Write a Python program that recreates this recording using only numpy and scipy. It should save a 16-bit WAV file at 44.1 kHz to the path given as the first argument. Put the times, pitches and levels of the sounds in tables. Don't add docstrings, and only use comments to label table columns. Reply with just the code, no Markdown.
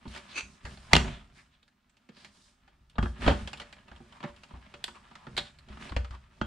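import sys
import numpy as np
from scipy import signal
from scipy.fft import rfft, irfft, next_fast_len
from scipy.io import wavfile
from scipy.ndimage import map_coordinates

SR = 44100
rng = np.random.default_rng(int(sys.argv[2]) if len(sys.argv) > 2 else 0)


def master(y):
    cut = np.clip(np.atleast_2d(y).T, -1, 1)
    pcm = np.round(cut * 32767)
    wavfile.write(sys.argv[1], SR, pcm.astype(np.int16))


N = 284886

# f/Hz, gain/dB
RUB_COLOUR = [(180, -37), (300, 4), (446, -10.5), (581, -4.5), (835, -4.5), (1030, -2), (1540, -5),
              (1730, -2), (1910, -4.5), (2400, -5.5), (3400, -8.5), (5050, -17), (6360, -22.5),
              (9140, -24.5), (15500, -59.5)]


def contacts():
    # t/s, level/dB, hardness/(dB per octave), extra knock of the hollow/dB,
    # f of the struck wall/Hz, time to fall 60 dB/s
    blow_events = [(0.053, -55.5, -7, 1, 1010, 0.092), (0.651, -46.5, -0.2, 1.5, 1710, 0.12),
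                   (0.932, -15, 0.83, 3, 2620, 0.018), (0.952, -22, 0, 4, 3610, 0.015),
                   (0.9643, -22.5, 1, 4.5, 2728, 0.014), (1.078, -46, -2, -2, 2600, .081),
                   (2.089, -60, -0.5, 15.5, 486.6, 0.053), (2.982, -33.5, -6, -2.5, 1606, 0.048),
                   (3.026, -39.5, -3.5, 6.5, 1170, 0.069), (3.056, -43, -7, -9, 1710, 0.062),
                   (3.262, -32.5, -3.5, 2.5, 1250, 0.21), (3.2769, -24, -5.8, -6, 570, 0.029),
                   (3.2806, -27.5, -4.5, -17, 595, 0.082), (3.292, -34, -5, -6.5, 454, 0.18),
                   (3.31, -35, -6.5, -6, 754, 0.072), (4.2369, -43, -4, 3.5, 2070, 0.084),
                   (4.538, -60.5, -9.5, -10.5, 1040, 0.21), (4.84, -40.5, 5.5, -10, 3198, 0.023),
                   (5.267, -49, -4.5, -1, 1750, 0.042), (5.3756, -33, 2.5, 0.5, 3900, 0.082),
                   (5.9198, -46, -4.5, -2.5, 1100, 0.039), (5.964, -34, -2.5, -6, 544, 0.038),
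                   (6.4129, -33.5, -5, -3, 1490, 0.043)]
    # t/s, level/dB, hardness/(dB per octave), f of the wall/Hz
    click_events = [(0.078, -65.5, 6, 4260), (0.148, -49.5, 0, 2440), (0.161, -47, 0, 1730),
                    (0.175, -49.5, 1.5, 2360), (0.772, -57, -0.75, 4440), (1.628, -70.5, 3.5, 3684),
                    (1.678, -72.5, 3.5, 1643), (1.895, -82, 6.5, 8000), (1.968, -72.5, 3.5, 2634),
                    (2.167, -63, 2.5, 4680), (2.246, -54.5, 2.7, 2080), (2.677, -63.5, -2, 802),
                    (2.897, -73.5, 6.5, 3000), (2.955, -58, -4, 3730), (3.474, -43, 0.9, 3170),
                    (3.5308, -43, 0.7, 2590), (3.573, -59.5, 4.5, 3070), (3.598, -45, 1, 3120),
                    (3.615, -49.5, 0, 1970), (3.726, -54, 2, 2340), (3.881, -57.5, -1.5, 2750),
                    (3.914, -54, -4.5, 1690), (3.961, -59, 0, 3260), (4.002, -65, -10.5, 2520),
                    (4.123, -57, -1, 3000), (4.204, -52.5, -3.5, 1080), (4.228, -47.5, -3.3, 1060),
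                    (4.362, -66, 4, 2970), (4.434, -55, 1.5, 2780), (4.507, -58, -6.5, 1025),
                    (4.739, -49, -1.5, 2740), (4.879, -46.5, -1, 1075), (4.954, -59, -0.5, 2570),
                    (5.111, -57.5, -4, 963), (5.153, -52, 0.3, 1190), (5.366, -43.5, 4, 4100),
                    (5.586, -65.5, 5.5, 4530), (5.685, -58.5, -0.5, 660), (5.771, -53, -4.5, 1170),
                    (5.893, -49.5, -1.5, 4630), (6.045, -51, -0.9, 1200), (6.107, -55.5, .5, 1210),
                    (6.147, -57.5, -1.5, 1170)]
    # f/Hz, relative level/dB, time to fall 60 dB/s
    shell_modes = [(149, 1, 0.18), (216, -0.5, 0.27), (237.2, 1.5, 0.27), (280, -9, 0.049), (354, -5, 0.21),
                   (472, -10.5, 0.29), (581.4, 0, 0.22), (788, -4.5, 0.19), (930, -7, 0.081),
                   (950, -8, 0.2), (1207, -4, 0.12), (1430, -15, 0.021), (1487, -7.5, 0.26),
                   (1770, -4.5, 0.12), (2010, -8.5, 0.058), (2580, -9, .08), (2700, -6, 0.077),
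                   (3010, -2.5, 0.052), (3240, -4.5, 0.21), (3470, -7, 0.048), (4330, -12, 0.15),
                   (7060, -19.5, 0.14)]
    # f/Hz, gain/dB
    crack_colour = [(71, -27), (120, -0.5), (240, -3), (469, -14.5), (936, -7), (1060, -16), (1190, -12),
                    (2290, -13.5), (2700, -13.5), (3240, -16), (3580, -19), (4570, -19), (6080, -27),
                    (7160, -27.5), (15500, -67.5)]
    # low f/Hz, high f/Hz, time over which its level is set/s
    registers = [(120, 400, .02), (400, 1400, .008), (1400, 4000, .008), (4000, 8500, .008),
                 (8500, 15000, .008)]
    register_levels = np.array([-7.5, -1, 2.5, -5.5, -20.5])
    pivot_hz = 1330
    click_knock_db, click_t60 = -5.5, 0.055
    ring_db, ring_t60 = -8, 0.04
    wall_db, wall_q = -2, 7

    t = np.arange(SR // 2) / SR
    onset = slice(round(0.008 * SR))
    clicks = [(s, db, hardness, click_knock_db, wall_hz, click_t60)
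              for s, db, hardness, wall_hz in click_events]
    events = list(blow_events) + clicks
    octaves = np.array([np.log2(np.sqrt(lo * hi) / pivot_hz) for lo, hi, _ in registers])
    out = np.zeros((2, N))
    for (s, level_db, hardness, knock_db, wall_hz, t60), tail in zip(events, tails(len(events))):
        direct = amp(-60 * t / t60)
        clutter = amp(-28.5 - 60 * t / 0.15)
        fade = (direct + clutter) * (1 - np.exp(-t / 0.0004))
        crack = colour(fade * rng.standard_normal((2, len(t))), crack_colour)

        shape = (2, len(shell_modes))
        strengths = rng.choice([-1, 1], shape) * amp(rng.normal(0, 4.4, shape))
        shell = ring(shell_modes, t, strengths)
        wall = resonate(crack, wall_hz, q=wall_q)

        shell_gain = amp(ring_db) * np.sqrt(t60 / ring_t60)
        blow = crack / np.std(crack[0, onset])
        blow += shell_gain * shell / np.std(shell[0, onset])
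        blow += amp(wall_db) * wall / np.std(wall[0, onset])
        blow = in_room(blow, tail, wet_db=-12)

        levels = level_db + register_levels + hardness * octaves
        levels[0] += knock_db
        for (lo, hi, build), db in zip(registers, levels):
            part = band(blow, (lo, hi))
            early = np.std(part[:, :round(build * SR)], axis=1, keepdims=True)
            add(out, s, amp(db) * part / early)
    return out


def thumps():
    # t/s, peak level before a shared 4.5 dB lift/dB
    thump_events = [(0.075, -42.5), (0.43, -51), (0.646, -38), (0.774, -57), (0.929, -24), (0.965, -29),
                    (2.81, -58.5), (2.986, -25), (3.026, -22), (3.274, -21), (3.425, -37.5), (3.914, -50.5),
                    (4.003, -54.5), (4.299, -53), (4.536, -42.5), (5.703, -43.5), (5.914, -36),
                    (5.964, -25.5), (6.108, -39.5), (6.411, -34.5)]
    # f/Hz, relative level/dB, time to fall 60 dB/s
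    bench_modes = [(61.6, 2.5, 0.34), (85, -3.5, 0.29), (44.2, -20, 0.39)]
    t = np.arange(SR * 3 // 4) / SR
    soft_start = 1 - np.exp(-t / 0.0027)
    out = np.zeros((2, N))
    for s, db in thump_events:
        strengths = amp(rng.normal(0, 0.58, (2, len(bench_modes))))
        swing = ring(bench_modes, t, strengths) * soft_start
        add(out, s, amp(db + 4.5) * swing / np.abs(swing).max())
    return out


def scrape():
    # f/Hz, gain/dB
    edge_colour = [(180, -41), (300, -12.5), (808, -25), (953, -15.5), (1750, -14), (1940, -19.5),
                   (2520, -3.5), (2930, -15), (4490, -18), (5210, -34), (6050, -15.5), (7140, -25),
                   (9760, -33), (14300, -86), (15500, -67)]
    crest_s, crest_db = 0.381, -30
    rise, fall = 602, 560
    ribs_db = -9
    slips = unit(friction(edge_colour, slips_per_s=920, spread_db=10.0, smooth_db=-3.0))
    low_rib = unit(resonate(slips, 2550, q=5))
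    high_rib = unit(resonate(slips, 4660, q=8))
    ribs = low_rib + amp(-2.5) * high_rib
    force = amp(crest_db + swell(crest_s, 0, rise, fall))
    return in_room(force * (slips + amp(ribs_db) * ribs), tails(1)[0], wet_db=-11.5)


def scuffs():
    # t of the crest/s, level before a shared 3.5 dB cut/dB, half length/s, f of the wall/Hz
    strokes = [(0.156, -50.5, 0.027, 3170), (0.318, -50.5, 0.02, 4220), (0.922, -35.5, 0.0072, 932.5),
               (1.12, -52, 0.049, 3380), (1.389, -58.5, 0.022, 2100), (1.541, -68, .02, 3620),
               (2.22, -59.5, 0.049, 4670), (3.408, -55, 0.01, 1610), (4.115, -67, .012, 1140),
               (4.163, -55, 0.019, 1110), (4.282, -49.5, .018, 990), (4.575, -69, .025, 940),
               (4.968, -54, 0.016, 1156), (5.068, -62.5, 0.014, 1074), (5.24, -57, 0.039, 1010),
               (5.468, -54, 0.025, 3740), (5.82, -55, .018, 2120), (6.14, -50.5, 0.014, 1140)]
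    t = np.arange(SR // 4) / SR
    lead = 0.1
    slips = unit(friction(RUB_COLOUR, slips_per_s=990, spread_db=7, smooth_db=5))
    out = np.zeros((2, N))
    for s, db, half, wall_hz in strokes:
        piece = slips[:, max(round((s - lead) * SR), 0):][:, :len(t)]
        wall = unit(resonate(piece, wall_hz, q=3.4))
        broad = unit(band(piece, (700, 11000)))
        bell = np.exp(-0.5 * ((t - lead) / half) ** 2)
        add(out, s - lead, amp(db - 3.5) * (wall + amp(-5.5) * broad) * bell)
    return in_room(out, tails(1)[0], wet_db=-10.5)


def handling():
    # f/Hz, gain/dB
    rumble_colour = [(12, -38), (20, -9), (59, -2.5), (72, -3.5), (92, -12), (123, -9.5), (160, -10.5),
                     (210, -42), (350, -120)]
    # f/Hz, gain/dB
    groan_colour = [(59, -29), (100, -3.5), (129, 3), (171, 4.5), (226, 8), (323, -15), (365, -1.5),
                    (501, -19), (580, -17), (700, -11), (910, -42.5), (1540, -120)]
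    stick_db, stick_per_s = 2.5, 47

    rumble_db, groan_db, rub_db, hiss_db = effort()
    rumble = unit(colour(rng.standard_normal((2, N)), rumble_colour))
    groan = unit(friction(groan_colour, slips_per_s=43, spread_db=-0.5, smooth_db=2.0))
    rub_slips = friction(RUB_COLOUR, slips_per_s=130, spread_db=1.0, smooth_db=1)
    rub = unit(band(rub_slips, (450, 4200)))
    hiss_slips = friction(RUB_COLOUR, slips_per_s=660, spread_db=-2.0, smooth_db=1)
    hiss = unit(band(hiss_slips, (4200, 13000)))

    sliding = amp(groan_db) * groan
    sliding += amp(rub_db - 2.0 + stick_db * wobble(stick_per_s)) * rub
    sliding += amp(hiss_db + 5.5) * hiss
    return amp(rumble_db) * rumble + in_room(sliding, tails(1)[0], wet_db=-4.0)


def effort():
    # t/s, rub level/dB, bench rumble level/dB
    grip = [(0.0, -61.5, -64), (0.34, -57, -84), (0.55, -63.5, -82), (1.02, -55.5, -42), (1.45, -73.5, -67),
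            (1.75, -79.5, -78), (2.2, -69.5, -73), (2.88, -73, -65.5), (3.22, -56, -43.5), (3.38, -48, -49),
            (3.55, -55.5, -59), (3.82, -64.5, -66), (4.0, -60, -63.5), (5.3, -61.5, -63.5),
            (5.58, -66.5, -59.5), (5.95, -58.5, -58.5), (6.28, -67, -59.5), (6.46, -57, -66)]
    grip_offsets = np.array([-1, -4.5, -2, -21])
    # start t/s, length/s, rub level/dB, load on the bench over the rub/dB,
    # hiss over the rub/dB (rub and hiss are trimmed later in handling())
    slides = [(0.097, 0.069, -55.5, -14, -11), (0.234, 0.31, -64.5, -3, -10.5),
              (0.66, .07, -58.5, 7.5, -9.5), (0.776, 0.23, -75, 14.5, 2), (0.959, 0.098, -44, 5, -26),
              (1.074, 0.047, -50.5, 12, -23), (1.2, 0.16, -69.5, 6, -18.5), (1.358, 0.028, -69, 0.5, -4.5),
              (2.174, 0.094, -68, -3.5, -9.5), (2.33, 0.15, -76, -4, 1.5), (3.025, 0.048, -66, 28.5, -3),
              (3.223, 0.038, -40, -5, -20), (3.247, 0.068, -42.5, 11.5, -18), (3.32, 0.1, -48.5, -4, -19),
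              (5.295, 0.12, -63, 13, -15.5), (5.703, 0.13, -57.5, 1, -19.5),
              (5.814, 0.051, -51.5, -4, -15.5), (6.117, 0.025, -61.5, -2, -26.5)]
    attack, release = 352, 219
    groan_over_rub, groan_per_load = 3.5, 0.2

    rub_db, rumble_db = curves(grip)
    levels = np.array([rumble_db, rub_db, rub_db, rub_db]) + grip_offsets[:, None]
    for start, length, db, load_db, hiss_db in slides:
        tops = db + np.array([load_db, groan_over_rub + groan_per_load * load_db, 0, hiss_db])
        slide = tops[:, None] + swell(start, length, attack, release)
        levels = np.maximum(levels, slide)
    return levels


def still_air():
    # f/Hz, gain/dB
    air_colour = [(15, -22), (25, -3.5), (49, -3), (99, -16.5), (240, 1), (469, -26), (782, -14),
                  (1140, -26), (1380, -12.5), (1750, -23.5), (4040, -22), (10100, -37.5), (15500, -36)]
    air_db = -77
    return amp(air_db) * unit(colour(rng.standard_normal((2, N)), air_colour))


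def tails(count):
    # f/Hz, time to fall 60 dB/s
    garage_decay = [(150, 0.14), (400, 0.19), (1500, 0.26), (4000, 0.22), (8000, 0.43), (14000, 0.12)]
    noise = rng.standard_normal((count, 2, SR // 2))
    hz, t, z = signal.stft(noise, SR, nperseg=256)
    fade = amp(-60 * t / along(garage_decay, hz)[:, None])
    tail = signal.istft(z * fade, SR, nperseg=256)[1][..., :SR // 2]
    tail = tail * (1 - np.exp(-(np.arange(SR // 2) / SR / 0.0053) ** 2))
    return tail / np.linalg.norm(tail, axis=-1, keepdims=True)


def in_room(x, tail, wet_db):
    answer = signal.fftconvolve(x[:1], tail, axes=1)[:, :x.shape[1]]
    return x + amp(wet_db) * answer


def friction(spectrum, slips_per_s, spread_db, smooth_db):
    starts = rng.random(N) < slips_per_s / SR
    slips = starts * amp(spread_db * rng.standard_normal(N).clip(-2, 2))
    slips = signal.lfilter([1], [1, -np.exp(-1 / (0.0019 * SR))], slips)
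    grains = unit(slips * rng.standard_normal((2, N)))
    rush = amp(smooth_db) * rng.standard_normal((2, N))
    return colour(grains + rush, spectrum)


def resonate(x, hz, q):
    return signal.lfilter(*signal.iirpeak(hz, q, SR), x)


def ring(modes, t, gains):
    hz, db, t60 = np.transpose(modes)[:, :, None]
    tones = amp(db - 60 * t / t60) * np.sin(2 * np.pi * hz * t)
    return gains @ tones


def swell(start, length, rise, fall):
    t = np.arange(N) / SR - start
    slopes = np.minimum(rise * t, fall * (length - t))
    return np.maximum(slopes, -120).clip(max=0)


def wobble(rate):
    knots = rng.standard_normal(int(N * rate / SR) + 4)
    return map_coordinates(knots, [np.arange(N) * rate / SR])


def colour(x, points):
    n = x.shape[-1]
    m = 2 * next_fast_len(n // 2 + 2048)
    gain = amp(along(points, np.fft.rfftfreq(m, 1 / SR)))
    cepstrum = irfft(np.log(gain + 1e-6))
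    cepstrum[1:m // 2] *= 2
    cepstrum[m // 2 + 1:] = 0
    return irfft(rfft(x, m) * np.exp(rfft(cepstrum)))[..., :n]


def band(x, edges, order=3):
    return signal.sosfilt(signal.butter(order, edges, 'bandpass', fs=SR, output='sos'), x)


def amp(db):
    return 10 ** (np.asarray(db) / 20)


def unit(x):
    return x / np.sqrt(np.mean(x ** 2) + 1e-20)


def along(points, hz):
    f, v = np.transpose(points)
    return np.interp(np.log(hz + 1), np.log(f + 1), v)


def curves(rows):
    s, *cols = np.transpose(rows)
    return [np.interp(np.arange(N) / SR, s, c) for c in cols]


def add(track, s, sound):
    part = track[..., max(round(s * SR), 0):][..., :sound.shape[-1]]
    part += sound[..., :part.shape[-1]]


def scene():
    # f/Hz, gain of the sides/dB
    width = [(70, -26.5), (170, -20), (350, -13.5), (700, -3), (1400, -2.5), (2800, -9), (5600, -4),
             (9000, 0), (14000, -0.5)]
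    # f/Hz, left minus right/dB
    balance = [(80, 0.1), (350, -3.5), (1200, 1), (3000, -0.9), (5500, -2.5), (9000, -2.5), (13000, 2)]
    mid, side = contacts() + thumps() + scrape() + scuffs() + handling() + still_air()
    side = colour(side, width)
    lean_db = along(balance, np.fft.rfftfreq(N, 1 / SR))
    left_right = rfft([mid + side, mid - side])
    return irfft(left_right * amp([lean_db / 2, -lean_db / 2]), N)


def record(dry):
    top_hz = 15750
    m = next_fast_len(N + SR // 2)
    kept = np.fft.rfftfreq(m, 1 / SR) < top_hz
    return irfft(rfft(np.clip(dry, -1, 1), m) * kept, m)[:, :N]


dry = scene()
out = record(dry)
master(out)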